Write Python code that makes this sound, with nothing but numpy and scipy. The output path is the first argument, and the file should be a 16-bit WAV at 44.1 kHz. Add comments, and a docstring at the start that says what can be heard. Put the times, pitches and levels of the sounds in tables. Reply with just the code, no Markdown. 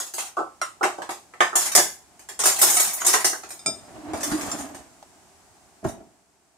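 """One hears utensils bump a wooden drawer's tray, cutlery slide and clink, and a spoon ring faintly.
Then the drawer rumbles and groans along its runners and at last knocks shut, over a quiet kitchen.
Struck bodies are bursts of coloured noise (dense modes) with decaying sines (distinct modes).
Most noise bursts join two decays, a crack and a tail; the box's crack outlasts its tail.
Sliding cutlery is many tiny clinks; the runners are rough noise and a gliding tone, led by speed."""
import sys
import numpy as np
from scipy import signal
from scipy.fft import rfft, irfft
from scipy.io import wavfile

SR = 44100
rng = np.random.default_rng(int(sys.argv[2]) if len(sys.argv) > 2 else 0)


def transcribe(signal):
    """Save signal, clipped to [-1, 1], as a 16-bit WAV file at the path in sys.argv[1]."""
    frames = np.atleast_2d(signal).T
    limited = np.clip(frames, -1, 1)
    pcm = np.round(limited * 32767).astype(np.int16)
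    wavfile.write(sys.argv[1], SR, pcm)


N = 289737
TIME = np.arange(N) / SR
AGE = TIME[:SR // 2]   # seconds since a contact


# Utensils bump the tray or the drawer's wall. Each row: start in seconds, then the levels
# of cutlery, tray clack and drawer box in dB.
BUMPS = [(0.182, -30.5, -35, -42), (0.368, -45.5, -22, -26.5), (0.388, -48.5, -23, -26.5),
         (0.615, -32, -23.5, -43.5), (0.809, -51, -21, -25), (0.83, -27.5, -20, -22),
         (0.838, -27, -20.5, -22.5), (0.981, -49.5, -42, -32), (1.019, -40, -33.5, -42.5),
         (1.091, -35.5, -32.5, -32), (1.337, -54.5, -43, -52), (1.405, -22.5, -12, -22),
         (1.528, -52, -28, -37.5), (1.775, -17, -30, -22.5), (3.017, -44.5, -29, -45.5),
         (3.139, -22.5, -17, -27), (3.329, -48.5, -32, -36.5), (3.434, -41.5, -43, -44.5),
         (4.134, -36, -42.5, -30.5), (5.842, -46.5, -42.5, -33)]
# Cutlery drops on cutlery. Each row: start in seconds, level in dB, brightness in dB per octave.
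CLINKS = [(0.001, -27.5, -1), (0.066, -39, 1), (0.138, -29.5, 3.5), (1.105, -35.5, -0.5),
          (1.555, -13.5, 1.5), (1.751, -7.5, 1.5), (2.194, -46, -2.5), (2.288, -34.5, -3), (2.391, -25, -1),
          (2.437, -18.5, 0.5), (2.456, -12, 1), (2.59, -22, 7.5), (2.615, -9.5, 4), (2.629, -16, 0),
          (2.699, -16, 5.5), (2.743, -18, 6.5), (2.798, -14.5, 6), (2.848, -26.5, 1.5), (2.934, -25, 13),
          (3.048, -20.5, 0.5), (3.065, -13.5, 5.5), (3.082, -19.5, 1), (3.245, -14, -1), (3.49, -40.5, 4),
          (3.505, -34.5, 0), (4.207, -33.5, -4), (4.231, -23.5, 0.5), (4.315, -29.5, -6.5),
          (4.41, -32.5, -5), (4.515, -34.5, -1), (4.747, -41.5, -4)]
BUMP_TILT_DB = -6.5   # per octave: cutlery shaken through the wood sounds darker
TRAY_UNDER_DB, BOX_UNDER_DB = -12, -14.5   # tray and box answer a clink this much more softly


def rummaging():
    """Coupled bodies: bumps and drops excite metal and wood, the wood less the brighter the clink."""
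    out = np.zeros((2, N))
    for start_s, metal_db, tray_db, box_db in BUMPS:
        add(out, start_s, contact(metal_db, tray_db, box_db, BUMP_TILT_DB))
    for start_s, metal_db, tilt_db in CLINKS:
        wood_db = metal_db - tilt_db
        add(out, start_s, contact(metal_db, wood_db + TRAY_UNDER_DB, wood_db + BOX_UNDER_DB, tilt_db))
    return out


DULLEST_HZ, SOFT_RISE_S = 1490, 0.0041   # softest contact: upper edge, time constant of pressing in
CRACK_DB, CRACK_SLOPE = 9, 0.16   # crack at 0 dB of metal, and dB of crack gained per dB softer


def contact(metal_db, tray_db, box_db, tilt_db):
    """Contact stiffness: contacts with little metal for their wood sound dull and swell slowly."""
    # the wood's upper edge doubles for every 14 dB more metal relative to the box
    hardness_db = metal_db - box_db + tilt_db - BUMP_TILT_DB
    edge_hz = np.clip(3700 * 2 ** (hardness_db / 14), DULLEST_HZ, 8000)
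    wood = balance(from_db(tray_db) * clack(), left_db=-3.0) + from_db(box_db) * thud()
    wood = signal.sosfilt(signal.ellip(5, 1, 28, edge_hz, fs=SR, output="sos"), wood)
    press = 1 - np.exp(-AGE / SOFT_RISE_S * (edge_hz / DULLEST_HZ) ** 5)
    # the lighter the touch, the more it is all tick
    metal = clink(tilt_db, CRACK_DB - CRACK_SLOPE * metal_db)
    return from_db(metal_db) * metal + wood * press


# Strongest partials of forks and spoons. Each row: frequency in Hz, relative level in dB.
CUTLERY_MODES = [(6517, -8), (6719, -4), (7203, -2), (7440, -12), (7872, -8), (8254, -2), (9075, 1.5),
                 (9410, -7), (10752, -11), (11278, -8.5), (12176, -11.5), (13369, -10.5)]
# Their countless weaker partials. Each row: frequency in Hz, relative density in dB per Hz.
CUTLERY = [(1500, -11.5), (4300, -9), (5200, -6), (6900, 0), (9000, -3), (11500, -9), (12800, -13.5),
           (14500, -13.5), (16000, -27.5)]


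def clink(tilt_db, crack_db, ripple_db=10, tail_t60=0.32):
    """Damped modal ringing: a bright crash, the heap's usual partials and some of the piece's own."""
    crash = blow(tilted(CUTLERY, tilt_db), rise_s=0.0024, crack_db=crack_db, crack_t60=0.0073,
                 tail_t60=tail_t60, ripple_db=ripple_db, ripple_hz=172.8)
    own_hz = rng.uniform(2500, 15000, size=12)
    own = [(hz, 1 + 20 * np.log10(at_hz(CUTLERY, hz))) for hz in own_hz]
    modes = [(hz, db, 0.17) for hz, db in tilted(CUTLERY_MODES + own, tilt_db)]   # t60 in s
    ring = partials(modes, spread_db=4, width=1)
    return from_db(-3.0) * crash + from_db(-4) * ring


# Dense modes of the tray. Each row: frequency in Hz, relative density in dB per Hz.
TRAY = [(480, -13.5), (800, -2.5), (1300, 0), (2000, -1), (2500, -16.5), (3300, -17.5), (4500, -22)]
# Distinct resonances of the tray. Each row: frequency in Hz, relative level in dB.
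TRAY_MODES = [(1075, 5.5), (1174, 3.5), (1300, -0.5), (1950, -4.5)]


def clack():
    """Impact on a light panel: the cutlery tray gives a hard crack, then a faint ring."""
    body = blow(TRAY, rise_s=0.0014, crack_db=13, crack_t60=0.017, tail_t60=0.22,
                ripple_db=14, ripple_hz=94.25)
    ring = partials([(hz, db, 0.3) for hz, db in TRAY_MODES], spread_db=-0.5, width=0.9)
    return body + from_db(-9) * ring


# Dense modes of the drawer box. Each row: frequency in Hz, relative density in dB per Hz.
BOX = [(170, -18.5), (250, -17.5), (350, 1), (510, -9), (600, -2), (740, 0.5), (900, -5), (2500, -26.5)]
# Distinct resonances of the box. Each row: frequency in Hz, relative level in dB.
BOX_MODES = [(360, 1), (400, 1), (615, 3), (727, 1.7), (758, 7)]


def thud():
    """Forced response of a larger body: the wooden box answers beneath, at lower modes."""
    body = blow(BOX, rise_s=0.0015, crack_db=10.5, crack_t60=0.26, tail_t60=0.17,
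                ripple_db=6.5, ripple_hz=45.2)
    ring = partials([(hz, db, 0.21) for hz, db in BOX_MODES], spread_db=3.0, width=0.18)
    return body + from_db(-4) * ring


# A piece lies free for a moment and one partial sings out.
# Each row: start in seconds, frequency in Hz, level in dB.
PINGS = [(0.001, 6700, -29), (0.391, 1317, -29), (0.615, 5640, -29), (0.615, 10600, -35.5),
         (1.406, 3133, -29.5), (2.83, 13300, -31.5), (2.934, 10200, -35), (3.068, 8130, -15.5),
         (4.516, 5400, -34), (4.516, 7230, -24.5)]
PING_T60_S, PING_REFERENCE_HZ = 0.11, 8000   # ring time at this pitch


def pings():
    """Frequency-dependent damping: single partials ring clear, low ones for longer."""
    out = np.zeros((2, N))
    for start_s, hz, db in PINGS:
        t60 = PING_T60_S * np.sqrt(PING_REFERENCE_HZ / hz)
        add(out, start_s, from_db(db) * tone(hz, t60))
    return out


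# Cutlery jingles on for a while, pushed by the hand or shaken as the drawer knocks shut.
# Each row: start in seconds, length in seconds, jingle level in dB.
STIRS = [(0.144, 0.097, -29.5), (1.574, 0.09, -24.5), (1.713, 0.034, -22.5), (2.383, 0.028, -25),
         (2.46, 0.14, -21.5), (2.638, 0.25, -22.5), (2.915, 0.25, -34.5), (3.082, 0.1, -23),
         (4.553, 0.066, -40), (5.843, 0.035, -40)]
STIR_ATTACK_S, STIR_SAG_DB_PER_S, STIR_RELEASE_T60_S = 0.0027, 8, 0.14


def stirring():
    """Sustained excitation: the stirred heap's jingle starts quickly, slackens and dies away."""
    level = np.zeros(N)
    for start_s, length_s, db in STIRS:
        age = np.maximum(TIME - start_s, 0)
        attack = np.minimum(age / STIR_ATTACK_S, 1)
        release = from_db(-60 * np.maximum(age - length_s, 0) / STIR_RELEASE_T60_S)
        level += from_db(db - STIR_SAG_DB_PER_S * age) * attack * release
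    return jingle(level, per_s=125, spread_db=8, wood_db=-12.0, tilt_db=-0.5)


# The tray under sliding cutlery. Each row: frequency in Hz, relative density in dB per Hz.
RATTLE = [(70, -16), (350, -9.5), (500, -19.5), (750, 0), (1200, -4), (3000, -19.5)]


def jingle(level, per_s, spread_db, wood_db, tilt_db, count=12):
    """Stick-slip as a random pulse train: many tiny clinks; now one utensil leads, now another."""
    out = np.zeros((2, N))
    shares = np.array([from_db(8 * drift(16)) for _ in range(count)])
    shares = shares / np.sqrt(np.sum(shares ** 2, axis=0))   # the total power stays even
    for share in shares:
        strength = from_db(spread_db * rng.uniform(-1, 1, N))
        slips = (rng.random(N) < per_s / count / SR) * strength
        wood = blow(RATTLE, rise_s=0.00013, crack_db=-1.5, crack_t60=0.23, tail_t60=0.36,
                    ripple_db=20.5, ripple_hz=75.04)
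        metal = clink(tilt_db, ripple_db=17.0, crack_db=4.5, tail_t60=0.21)
        piece = metal + from_db(wood_db) * wood
        piece = piece / np.sqrt(np.sum(piece ** 2) / 2)   # unit energy
        train = rms_one(slips)[None] * level * share
        out += signal.oaconvolve(train, piece, axes=1)[:, :N]
    return out


# Partials of the lifted spoon. Each row: frequency in Hz, relative level in dB.
SPOON_MODES = [(1324, -9), (2363, -9), (3626, -6), (5064, 2), (6705, -4), (6800, -8), (8544, -1),
               (8711, -8), (9510, -11)]
# The spoon touches its neighbours on the way out. Each row: start in seconds, level in dB.
SPOON_TAPS = [(3.592, -48.5), (3.661, -24.5)]
SPOON_T60_S = 0.19   # while it touches
FREE_RING_DB, FREE_RING_T60_S = -10, 0.45   # once it is clear


def spoon():
    """Contact damping: a touching spoon buzzes and dies; lifted clear, it rings on faintly, beating."""
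    out = np.zeros((2, N))
    for start_s, tap_db in SPOON_TAPS:
        sound = from_db(-10) * clink(0, 0)
        for hz, level_db in SPOON_MODES:
            buzz = np.array([drift(200)[:len(AGE)] for _ in range(2)])
            beat = np.array([drift(45)[:len(AGE)] for _ in range(2)])
            damped = from_db(7 * buzz) * tone(hz, SPOON_T60_S)
            free = from_db(FREE_RING_DB) * (beat + 0.5) * tone(hz, FREE_RING_T60_S)
            sound = sound + from_db(level_db) * (damped + free)
        add(out, start_s, from_db(tap_db) * sound)
    return out


PUSH_START_S, PUSH_LENGTH_S = 3.785, 1.155


def push_speed():
    """Kinematics of one push: the drawer's speed, 0 to 1, swells and falls in a half-sine arch."""
    return np.sin(np.pi * np.clip((TIME - PUSH_START_S) / PUSH_LENGTH_S, 0, 1))


# Rubbing noise of the runners. Each row: frequency in Hz, relative density in dB per Hz.
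RUNNERS = [(65, -1), (160, -3.5), (330, 2), (500, -9.5), (670, 3), (900, -6.5), (4000, -28.5)]
RUMBLE_DB, RUMBLE_POWER = -36, 1.27   # at full speed; level grows with this power of the speed
GROAN_DB, GROAN_POWER = -32, 2.1
GROAN_HZ, GROAN_START_HZ, GROAN_SETTLE_S = 281, 373.6, 0.24   # the groan sinks as the runners free up
CATCH_S, CATCH_LENGTH_S, CATCH_DB = 4.35, 0.017, -21.5   # midway the runners catch, the groan swells
SHIVER_DB, SHIVER_POWER, JOLT_S = -36, 3.8, 4.14   # once jolted loose, the cutlery shivers


def sliding():
    """Friction: runners rub unevenly, the box groans in fits, cutlery shivers, all led by the speed."""
    speed = push_speed()
    rough = from_db(6 * drift(60)) * coloured(RUNNERS, size=N)
    rub = from_db(RUMBLE_DB) * speed ** RUMBLE_POWER * rms_one(rough)

    tight = np.exp(-np.maximum(TIME - PUSH_START_S, 0) / GROAN_SETTLE_S)
    wobble_hz = 34 * drift(130)
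    pitch_hz = GROAN_HZ + (GROAN_START_HZ - GROAN_HZ) * tight + wobble_hz
    catch = from_db(CATCH_DB) * np.exp(-((TIME - CATCH_S) / CATCH_LENGTH_S) ** 4)
    grip = 1 + drift(40)
    groan_level = from_db(GROAN_DB) * speed ** GROAN_POWER * grip + catch
    groan = groan_level * np.sin(2 * np.pi * np.cumsum(pitch_hz) / SR)

    shiver_level = from_db(SHIVER_DB) * speed ** SHIVER_POWER * (TIME > JOLT_S)
    # a narrow spread: the tiny clinks of the shiver are much alike
    shiver = jingle(shiver_level, per_s=240, spread_db=5, wood_db=-3.5, tilt_db=-1.5, count=6)
    return balance(rub + groan, left_db=-1.5) + shiver


# The whole drawer bumps its cabinet. Each row: start in seconds, level in dB.
KNOCKS = [(1.779, -32.5), (3.659, -33), (3.682, -33), (4.134, -30.5), (4.316, -29), (5.829, -39),
          (5.848, -22), (5.868, -30), (5.945, -46), (6.004, -47)]
# Dense modes of the cabinet. 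Each row: frequency in Hz, relative density in dB per Hz.
CABINET = [(55, -7), (135, -5), (200, 0), (380, -1), (510, -13), (630, -4.5), (800, -11.5), (1800, -31.5)]
# Its two main resonances. Each row: frequency in Hz, relative level in dB, t60 in seconds.
CABINET_MODES = [(372, 2.5, 0.073), (663, -3, 0.38)]


def knocks():
    """Impact of heavy bodies: deep blows of wood on wood that fade from a strong crack."""
    out = np.zeros((2, N))
    for start_s, db in KNOCKS:
        body = blow(CABINET, rise_s=0.003, crack_db=13.5, crack_t60=0.11, tail_t60=0.51,
                    ripple_db=8.5, ripple_hz=45.8)
        ring = partials(CABINET_MODES, spread_db=2, width=0.3)
        add(out, start_s, from_db(db) * (body + from_db(-7) * ring))
    return out


# One small dry tick after the push. Each row: frequency in Hz, relative density in dB per Hz.
TICK = [(700, 7), (1800, -15), (7000, -17)]
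TICK_S, TICK_DB = 5.027, -42


def tick():
    """Heavily damped impact: a light, hard touch with hardly any ring."""
    out = np.zeros((2, N))
    add(out, TICK_S, from_db(TICK_DB) * coloured(TICK, len(AGE)) * dying(0.06))
    return out


# Colour of the kitchen background. Each row: frequency in Hz, relative density in dB per Hz.
HUSH = [(70, 3.5), (150, -3.5), (380, -0.5), (500, -11.5), (700, 1), (1100, -8), (3500, -18.5), (8000, -12),
        (16000, -33)]
# Its course. Each row: time in seconds, level in dB.
HUSH_LEVEL = [(0, -63), (0.5, -56.5), (2.2, -55.5), (4, -50.5), (5.8, -56.5), (6.3, -63), (6.57, -63)]


def hush():
    """Stationary noise under a slow envelope: the quiet of the kitchen."""
    times_s, levels_db = np.transpose(HUSH_LEVEL)
    return from_db(np.interp(TIME, times_s, levels_db)) * coloured(HUSH, size=N)


ONSET = 800   # samples over which the strength of a blow is reckoned


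def blow(spectrum, rise_s, crack_db, crack_t60, tail_t60, ripple_db, ripple_hz):
    """Double decay of dense modes: a crack and a tail, joined by power; rms 1 over the onset."""
    decay = np.hypot(from_db(crack_db) * dying(crack_t60), dying(tail_t60))
    rise = 1 - np.exp(-AGE / rise_s)
    sound = coloured(spectrum, len(AGE), ripple_db, ripple_hz) * decay * rise
    return sound / np.sqrt(np.mean(sound[:, :ONSET] ** 2))


def partials(modes, spread_db, width):
    """Modal superposition: decaying sines, weighted by where the body is hit and heard; rms 1 at first."""
    hz, db, t60 = np.transpose(modes)
    count = len(hz)
    # one draw shared by both channels, and one for each, scaled by the width
    where = rng.uniform(-8.0, 1, count) + width * rng.uniform(-0.14, 1, (2, count))
    gain = from_db(db + spread_db * where)
    gain = gain / np.sqrt(np.sum(gain ** 2) / 4)
    phase = np.pi * (rng.uniform(-0.57, 1, count) + width * rng.uniform(-1.39, 1, gain.shape))
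    turn = np.outer(2 * np.pi * hz, AGE).astype(np.float32)
    decay = np.exp(np.outer(-np.log(1000) / t60, AGE).clip(-30).astype(np.float32))
    sines = (gain * np.cos(phase)) @ (decay * np.sin(turn))
    cosines = (gain * np.sin(phase)) @ (decay * np.cos(turn))
    return sines + cosines


def tone(hz, t60):
    """A single damped mode: one partial ringing alone."""
    return partials([(hz, 0, t60)], spread_db=0, width=0.4)


def dying(t60):
    """Exponential free decay, 60 dB in t60 seconds."""
    return from_db(-60 * AGE / t60)


# Stereo width. Each row: frequency in Hz, level of the side signal relative to the middle in dB.
WIDTH = [(400, -9), (1000, -4), (2000, -1), (13000, -0.6)]


def coloured(spectrum, size, ripple_db=0, ripple_hz=90):
    """Spectral shaping of stereo noise; crowded modes ripple it with peaks and gaps; rms 1."""
    hz = np.maximum(np.fft.rfftfreq(size, 1 / SR), 1)
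    low_skirt = np.minimum(hz / spectrum[0][0], 1) ** 2
    high_skirt = np.minimum(spectrum[-1][0] / hz, 1) ** 2
    ripple = np.interp(hz / ripple_hz, np.arange(1024), rng.uniform(-1, 1, size=1024))
    shape = at_hz(spectrum, hz) * low_skirt * high_skirt * from_db(ripple_db * ripple)
    mid, side = rfft(rng.standard_normal((2, size))) * shape
    side = side * at_hz(WIDTH, hz)
    return rms_one(irfft(np.array([mid + side, mid - side]), size))


def drift(per_s):
    """Slow random modulation: a value wandering between -1 and 1, with per_s new targets a second."""
    knots = rng.uniform(-1, 1, size=4096)
    return np.interp(TIME * per_s, np.arange(len(knots)), knots)


def tilted(points, tilt_db):
    """Spectral tilt: lean a spectrum about 8 kHz by so many dB per octave."""
    return [(hz, db + tilt_db * np.log2(hz / 8000)) for hz, db in points]


def at_hz(points, hz):
    """Interpolated gain of a spectrum, read on a log-frequency axis."""
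    f, db = np.transpose(points)
    return from_db(np.interp(np.log(hz), np.log(f), db))


def from_db(db):
    """Logarithmic level: decibels to gain."""
    return 10 ** (np.asarray(db) / 20)


def rms_one(x):
    """Power normalisation: scale to unit rms."""
    return x / np.sqrt(np.mean(x ** 2) + 1e-20)


def balance(x, left_db):
    """Level difference between channels: left over right; a negative value leans right."""
    return x * from_db([[left_db / 2], [-left_db / 2]])


def add(out, start_s, sound):
    """Superposition: mix a sound in from its start time."""
    start = max(round(start_s * SR), 0)
    out[:, start:start + sound.shape[1]] += sound[:, :N - start]


def scene():
    """Superposition of everything in the drawer over the quiet of the kitchen."""
    drawer = rummaging() + pings() + stirring() + spoon() + sliding() + knocks() + tick()
    return drawer + hush()


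CUTOFF_HZ = 15600


def record(dry):
    """Band limits and saturation: less bass on the left, rounded peaks, the top cut."""
    left = signal.sosfilt(signal.butter(1, 160, "high", fs=SR, output="sos"), dry[0])
    rounded = 1.1 * np.tanh(np.array([left, dry[1]]) / 1.1)
    return signal.sosfilt(signal.ellip(10, 0.1, 80, CUTOFF_HZ, fs=SR, output="sos"), rounded)


dry = scene()
out = record(dry)
transcribe(out)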